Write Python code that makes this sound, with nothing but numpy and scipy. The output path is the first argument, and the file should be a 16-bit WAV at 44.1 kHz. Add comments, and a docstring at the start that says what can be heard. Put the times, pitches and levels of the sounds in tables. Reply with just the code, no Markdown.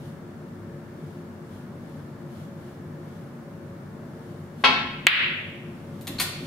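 """Humming ventilation and soft strokes of a cue over the bridge hand open a snooker shot in a bare, ringing room.
The leather tip thuds, the cue cracks and rings (decaying sines); the cue ball clacks into a red (a filtered
contact pulse), so loud that the limiter ducks late and the clack clips. The red then rattles through the
pocket onto its wire runner (noise chatter exciting metal modes). Slides, rolling balls and air are shaped
noise; fan and duct tones waver, and a thin whine lies on top."""
import sys
import numpy as np
from scipy import signal
from scipy.io import wavfile

SR = 44100
rng = np.random.default_rng(int(sys.argv[2]) if len(sys.argv) > 2 else 0)


def dump_mix(stems):
    """Bounce the given channels to the path in sys.argv[1] as a 16-bit WAV at rate SR."""
    frames = np.atleast_2d(stems).T  # one column per channel
    limited = np.clip(frames, -1, 1)  # hard clip at full scale
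    pcm = np.round(limited * 32767).astype(np.int16)
    wavfile.write(sys.argv[1], SR, pcm)


N = 285194  # length in samples

# Cue tip meeting the ball: start_s, level_db
CUE_HITS = [(4.6387, -7)]
# Bending modes of the wooden cue, some split in two by its grain: pitch_hz, level_db, t60_s
CUE_MODES = [(226, -11, .4), (263, -13, .4), (441, -20, .15), (646, -15, .15), (844, -2, .25),
             (1000, -6, .1), (1077, 1, .2), (1346, 0, .27), (1561, -7, .18), (1861, -8, .15),
             (2185, -5, .12), (2222, -3, .24), (2560, -5, .1), (2605, -3, .18), (2887, -7, .17),
             (3210, -5, .13), (3264, -3, .17), (3629, -6, .18), (4018, -9, .18), (4371, -11, .12),
             (4834, -15, .12)]


def cue_strike(tip_ms=0.44, thud_db=2.0, crack_s=0.022, crack_hz=4300, snap_db=-31.5, snap_hz=12000):
    """The leather tip thuds on the ball, the ferrule cracks and the shaft rings on in its bending modes."""
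    out = np.zeros(N)
    t = np.arange(SR) / SR
    burst = rng.standard_normal(SR) * np.exp(-t / crack_s) * (1 - np.exp(-t / 0.0015))
    body = cut(burst, crack_hz, "low", order=6)
    snap = from_db(snap_db) * cut(burst, snap_hz, "low", order=6)
    crack = cut(body + snap, 500, "high")
    wood = from_db(-15) * ringing(CUE_MODES) + from_db(-2.5) * crack
    thud = cut(contact(tip_ms), 440, "high")
    for start_s, level_db in CUE_HITS:
        add(out, start_s, from_db(level_db) * wood)
        add(out, start_s, from_db(level_db + thud_db) * thud)
    return out


# Ball on ball: start_s, level_db
CLACKS = [(5.0684, 13.5)]


def ball_clack(contact_ms=0.24, radiate_hz=1900, top_hz=3200):
    """Balls are small and radiate only the fast part of their brief contact: a click of a cycle or two."""
    out = np.zeros(N)
    for start_s, level_db in CLACKS:
        radiated = cut(contact(contact_ms), radiate_hz, "high", order=3)
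        click = cut(radiated, top_hz, "low", order=4)
        # the hard surfaces add a trace of treble
        tick = from_db(-17) * cut(signal.unit_impulse(len(click)), 6500, "high")
        add(out, start_s, from_db(level_db) * (click / np.abs(click).max() + tick))
    return out


# The red knocking in the pocket: start_s, level_db, decay_s (time constant), treble_db,
# runner_db (ring of the runner), hoop_db (ring of its thin wire hoop)
POCKET_KNOCKS = [(6.01, -48, 0.016, 7, -20, 12), (6.070, -25, 0.011, -9, -20, 3),
                 (6.076, -23.5, 0.0042, -1.5, -20, -5), (6.184, -27.5, 0.022, -19, -0.5, -15),
                 (6.198, -13.5, 0.005, -3, -9, -6), (6.201, -16, 0.015, -1, -12, -2),
                 (6.213, -24.5, 0.013, 7, -18, -8)]
# Tone colour of a knock: pitch_hz, gain_db
KNOCK_COLOUR = [(150, -21), (400, -6.5), (800, -5), (1500, -3), (2600, -2.5), (4200, -2), (5600, -10),
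                (8000, -5.5), (12000, -6), (15500, -21)]
# Modes of the wire runner: pitch_hz, level_db, t60_s
RUNNER_MODES = [(4100, -23, .015), (4290, -23, .028), (4440, -25, .025)]
# Modes of the wire hoop: pitch_hz, level_db, t60_s
HOOP_MODES = [(8500, -35, .01), (12030, -32, .03), (12220, -33, .04)]


def pocket_rattle(grain_db=2.5, bright_hz=5000):
    """Each knock is a short chatter of tiny contacts that also sets the runner and its hoop ringing."""
    blows, metal = np.zeros(N), np.zeros(N)
    t = np.arange(SR // 4) / SR
    for start_s, level_db, decay_s, treble_db, runner_db, hoop_db in POCKET_KNOCKS:
        grain, size = rng.standard_normal((2, len(t)))
        # a second random draw makes the contacts uneven in strength
        uneven = rms_one(grain * from_db(grain_db * np.clip(size, -2, 2)))
        chatter = from_db(level_db) * uneven * np.exp(-t / decay_s)
        dull = cut(chatter, bright_hz, "low", order=1)
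        add(blows, start_s, dull + from_db(treble_db) * (chatter - dull))
        wires = from_db(runner_db) * ringing(RUNNER_MODES) + from_db(hoop_db) * ringing(HOOP_MODES)
        add(metal, start_s, signal.fftconvolve(chatter, wires))
    knocks = np.zeros(N)
    for k, hz in enumerate(CENTRES_HZ):
        # neighbouring bands alternate in sign
        knocks += (-1) ** k * from_db(at_hz(KNOCK_COLOUR, hz)) * cut(blows, band_edges(hz), "band")
    return knocks + metal


# Strokes of the cue over the bridge hand, the last one the shot: middle_s, level_db, length_s
STROKES = [(.06, -59, .13), (1.09, -65, .24), (1.56, -61.5, .14), (1.94, -63.5, .2), (2.39, -59, 0.14),
           (2.67, -62.5, 0.15), (3.14, -64, 0.21), (4.29, -64.5, .33), (4.63, -58, 0.073)]
# Faint rustle of the player at rest; it grows as he straightens up
REST_DB, RISE_START_S, RISE_DB_PER_S = -79, 5.09, 20


def rubbing():
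    """Gain of the friction noise: the strokes of the cue, joined by the player getting up."""
    rising_s = np.maximum(np.arange(N) / SR - RISE_START_S, 0)
    rustle = from_db(REST_DB + RISE_DB_PER_S * rising_s)
    return np.hypot(swells(STROKES), rustle)


# Colour of the sliding cue and the rustle: pitch_hz, density_db (relative, per Hz)
RUB_COLOUR = [(800, -17), (2200, 1.5), (3200, 7.5), (4500, 2), (8500, -3), (12300, 2.5), (15000, -26)]


def cue_slide():
    """Friction of cue and clothing: coloured noise that follows the speed of the movements."""
    return rubbing() * coloured_noise(RUB_COLOUR)


# Low bumps as the red enters the pocket and rolls off along the runner: middle_s, level_db, length_s
BUMPS = [(5.96, -46, .13), (6.105, -40.5, 0.041), (6.19, -39.5, 0.075), (6.45, -39.5, 0.12)]
# The slate rumbles once the cue ball is sent off and again when the red drops
SLATE_SHOT_DB, SLATE_DROP_DB = -51.5, -53


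def rolling_balls():
    """Rolling weight shakes the slate in the deep bass and bumps the pocket a little higher up."""
    shot = roll(CUE_HITS[0][0], SLATE_SHOT_DB)
    drop = roll(POCKET_KNOCKS[1][0], SLATE_DROP_DB)
    slate = rumble(np.hypot(shot, drop), low_hz=28, high_hz=72.0)
    return slate + rumble(swells(BUMPS), low_hz=174, high_hz=300)


def roll(start_s, level_db, build_s=0.02, fade_db_per_s=16):
    """Gain of a ball set rolling: a quick build-up, then a steady fade as it slows."""
    age_s = np.maximum(np.arange(N) / SR - start_s, 0)
    return from_db(level_db - fade_db_per_s * age_s) * (1 - np.exp(-age_s / build_s))


def rumble(gain, low_hz, high_hz):
    """Low noise of a rolling ball: one band of noise under a gain curve."""
    return gain * rms_one(cut(rng.standard_normal(N), [low_hz, high_hz], "band"))


def swells(rows):
    """Gain of movements that speed up and slow down again: one bell per row."""
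    t = np.arange(N) / SR
    gain = np.zeros(N)
    for middle_s, level_db, length_s in rows:
        gain += from_db(level_db) * np.exp(-2 * ((t - middle_s) / length_s) ** 2)
    return gain


# Ventilation and hiss: pitch_hz, density_db (relative, per Hz)
AIR_COLOUR = [(25, -31), (64, -22), (90, -15.5), (150, -3.5), (230, -7), (300, -12), (450, -16.5),
              (600, -20.5), (800, -22), (1800, -27), (2250, -38), (4000, -42.5), (8000, -47.5),
              (15500, -51)]
# Fan and duct tones: pitch_hz, level_db (rms before the stereo tilt), waver_hz (cutoff of the wavering)
HUM_TONES = [(97.4, -50.5, 5.6), (151.4, -45.5, 10.6), (231.1, -49.5, 11.8), (353, -50.5, 5),
             (450, -60.5, 7.2), (557.6, -56.5, 3.57), (612, -60.5, 25.5)]


def ventilation(air_db=-41.5, whine_hz=10874, whine_db=-87, tilt_db=1.5):
    """Rushing air, fan and duct tones wavering in strength and phase, and a thin electrical whine."""
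    t = np.arange(N) / SR
    out = from_db(air_db) * coloured_noise(AIR_COLOUR)
    for hz, level_db, waver_hz in HUM_TONES:
        # slow noise on cosine and sine; the filter's first second is dropped
        a, b = cut(rng.standard_normal((2, N + SR)), waver_hz, "low")[:, SR:]
        tone = a * np.cos(2 * np.pi * hz * t) + b * np.sin(2 * np.pi * hz * t)
        out = out + from_db(level_db) * rms_one(tone)
    out = out + from_db(whine_db) * rms_one(np.sin(2 * np.pi * whine_hz * t))
    return out * from_db([[tilt_db / 2], [-tilt_db / 2]])


# First reflections, off the table and walls: delay_ms, left_db, right_db
ECHOES = [(2.7, -19, -1), (3.6, -0.5, -17.5), (5.1, 0.5, -35), (6.1, -4, -38), (7.9, -31, -6),
          (10.3, -34, -10), (14.6, -20, -27), (16.5, -10, -6.5)]


def in_room(x, echo_db, wet_db, pan_db):
    """Direct sound, first reflections and the diffuse tail at the two microphones."""
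    response = from_db(wet_db) * room_tail()
    response[:, :2] += [[1, 0.006], [0.26, 0.57]]  # direct sound reaches the right microphone a little later
    for delay_ms, left_db, right_db in ECHOES:
        response[:, round(delay_ms * SR / 1000)] += from_db(echo_db + np.array([left_db, right_db]))
    heard = signal.fftconvolve(x[None], response, axes=1)[:, :N]
    return heard * from_db([[pan_db / 2], [-pan_db / 2]])


# Reverberation: pitch_hz, t60_s
ROOM_T60 = [(150, 1.16), (500, 0.66), (1200, 0.75), (2400, 0.95), (4000, 0.73), (7000, 0.53), (13000, 0.32)]


def room_tail(build_s=0.0041, early_db=10.0, early_s=0.0076):
    """Diffuse response of unit energy: it builds up, is boosted early on and dies soonest in the top treble."""
    t = np.arange(3 * SR // 2) / SR
    tail = sum(from_db(-60 * t / at_hz(ROOM_T60, hz)) * band for hz, band in stereo_bands(len(t)))
    tail = tail * (1 - np.exp(-t / build_s)) * from_db(early_db * np.exp(-t / early_s))
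    return rms_one(tail) / np.sqrt(len(t))


def coloured_noise(spectrum):
    """Diffuse stereo noise of a given colour, rms 1."""
    return rms_one(sum(from_db(at_hz(spectrum, hz)) * band for hz, band in stereo_bands(N)))


# Likeness of the two channels in diffuse sound: pitch_hz, correlation (no unit)
LIKENESS = [(60, 0.93), (150, .96), (350, 0.89), (700, 0.34), (1400, 0.3), (2800, 0), (6000, 0),
            (14000, 0.032)]
CENTRES_HZ = 25 * 2 ** (np.arange(29) / 3)  # third-octave band centres


def stereo_bands(size):
    """Third-octave bands of stereo noise, alike in the bass and nearly unrelated in the treble."""
    white = rng.standard_normal((2, 2, size + SR // 4))  # the spare quarter second lets the filters settle
    for k, hz in enumerate(CENTRES_HZ):
        # neighbouring bands draw on separate noise
        mid, side = cut(white[k % 2], band_edges(hz), "band")[:, -size:]
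        alike = np.clip(at_hz(LIKENESS, hz), -1, 1)
        yield hz, np.sqrt(1 + alike) * mid + np.sqrt(1 - alike) * side * [[1], [-1]]


def band_edges(hz):
    """Edges in Hz of the third-octave band around a centre."""
    return hz * 2 ** (np.array([-1, 1]) / 6)


def contact(ms):
    """Force between two elastic bodies: a half sine to the power 3/2."""
    phase = np.minimum(np.arange(SR // 50) * 1000 / (SR * ms), 1)
    return np.abs(np.sin(np.pi * phase)) ** (3 / 2)


def ringing(modes):
    """One second of a struck body: decaying sines of alternating sign."""
    t = np.arange(SR) / SR
    out = np.zeros(SR)
    for k, (hz, level_db, t60_s) in enumerate(modes):
        out += (-1) ** k * from_db(level_db - 60 * t / t60_s) * np.sin(2 * np.pi * hz * t)
    return out


def from_db(db):
    """Decibels to gain."""
    return 10 ** (np.asarray(db) / 20)


def rms_one(x):
    """Scale to rms 1."""
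    return x / np.sqrt(np.mean(x ** 2) + 1e-20)


def at_hz(points, hz):
    """Read a table on a log-frequency axis."""
    table = np.array(points)
    return np.interp(np.log(hz), np.log(table[:, 0]), table[:, 1])


def cut(x, hz, kind, order=2):
    """Butterworth filter."""
    sos = signal.butter(order, np.minimum(hz, SR / 2 - 1), kind, fs=SR, output="sos")
    return signal.sosfilt(sos, x + 1e-18)


def add(track, start_s, sound):
    """Mix a sound into the track from start_s on."""
    start = round(start_s * SR)
    track[..., start:start + sound.shape[-1]] += sound[..., :N - start]


def scene():
    """The cue at the far side of the table has strong reflections and tail; the pocket close by is drier."""
    cue = in_room(cue_strike(), echo_db=-1.5, wet_db=3.5, pan_db=0.9)
    clack = in_room(ball_clack(), echo_db=-5.0, wet_db=-2.0, pan_db=0.5)
    pocket = in_room(pocket_rattle(), echo_db=-12.5, wet_db=-1.5, pan_db=0.5)
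    return cue + clack + pocket + cue_slide() + rolling_balls() + ventilation()


def record(dry, limit_db=3.5, release_db_per_s=72.0, attack_s=0.0023, hold_s=0.018, cutoff_hz=15600):
    """A limiter ducks too late for the clack, which clips, then holds and recovers; the top is cut."""
    peak_db = 20 * np.log10(np.abs(dry).max(axis=0) + 1e-9)
    over_db = np.maximum(peak_db - limit_db, 0)
    # the reduction falls back at a steady rate after each peak
    ramp_db = release_db_per_s * np.arange(N) / SR
    falling_db = np.maximum.accumulate(over_db + ramp_db) - ramp_db
    delayed_db = np.interp(np.arange(N) - hold_s * SR, np.arange(N), falling_db)
    held_db = np.maximum(falling_db, delayed_db)
    # the smoothed attack lets the first edge through
    pole = np.exp(-1 / (attack_s * SR))
    reduction_db = signal.lfilter([1 - pole], [1, -pole], held_db)
    clipped = np.clip(dry * from_db(-reduction_db), -1, 1)
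    return signal.sosfilt(signal.ellip(10, .1, 80, cutoff_hz, fs=SR, output="sos"), clipped)


dry = scene()
out = record(dry)
dump_mix(out)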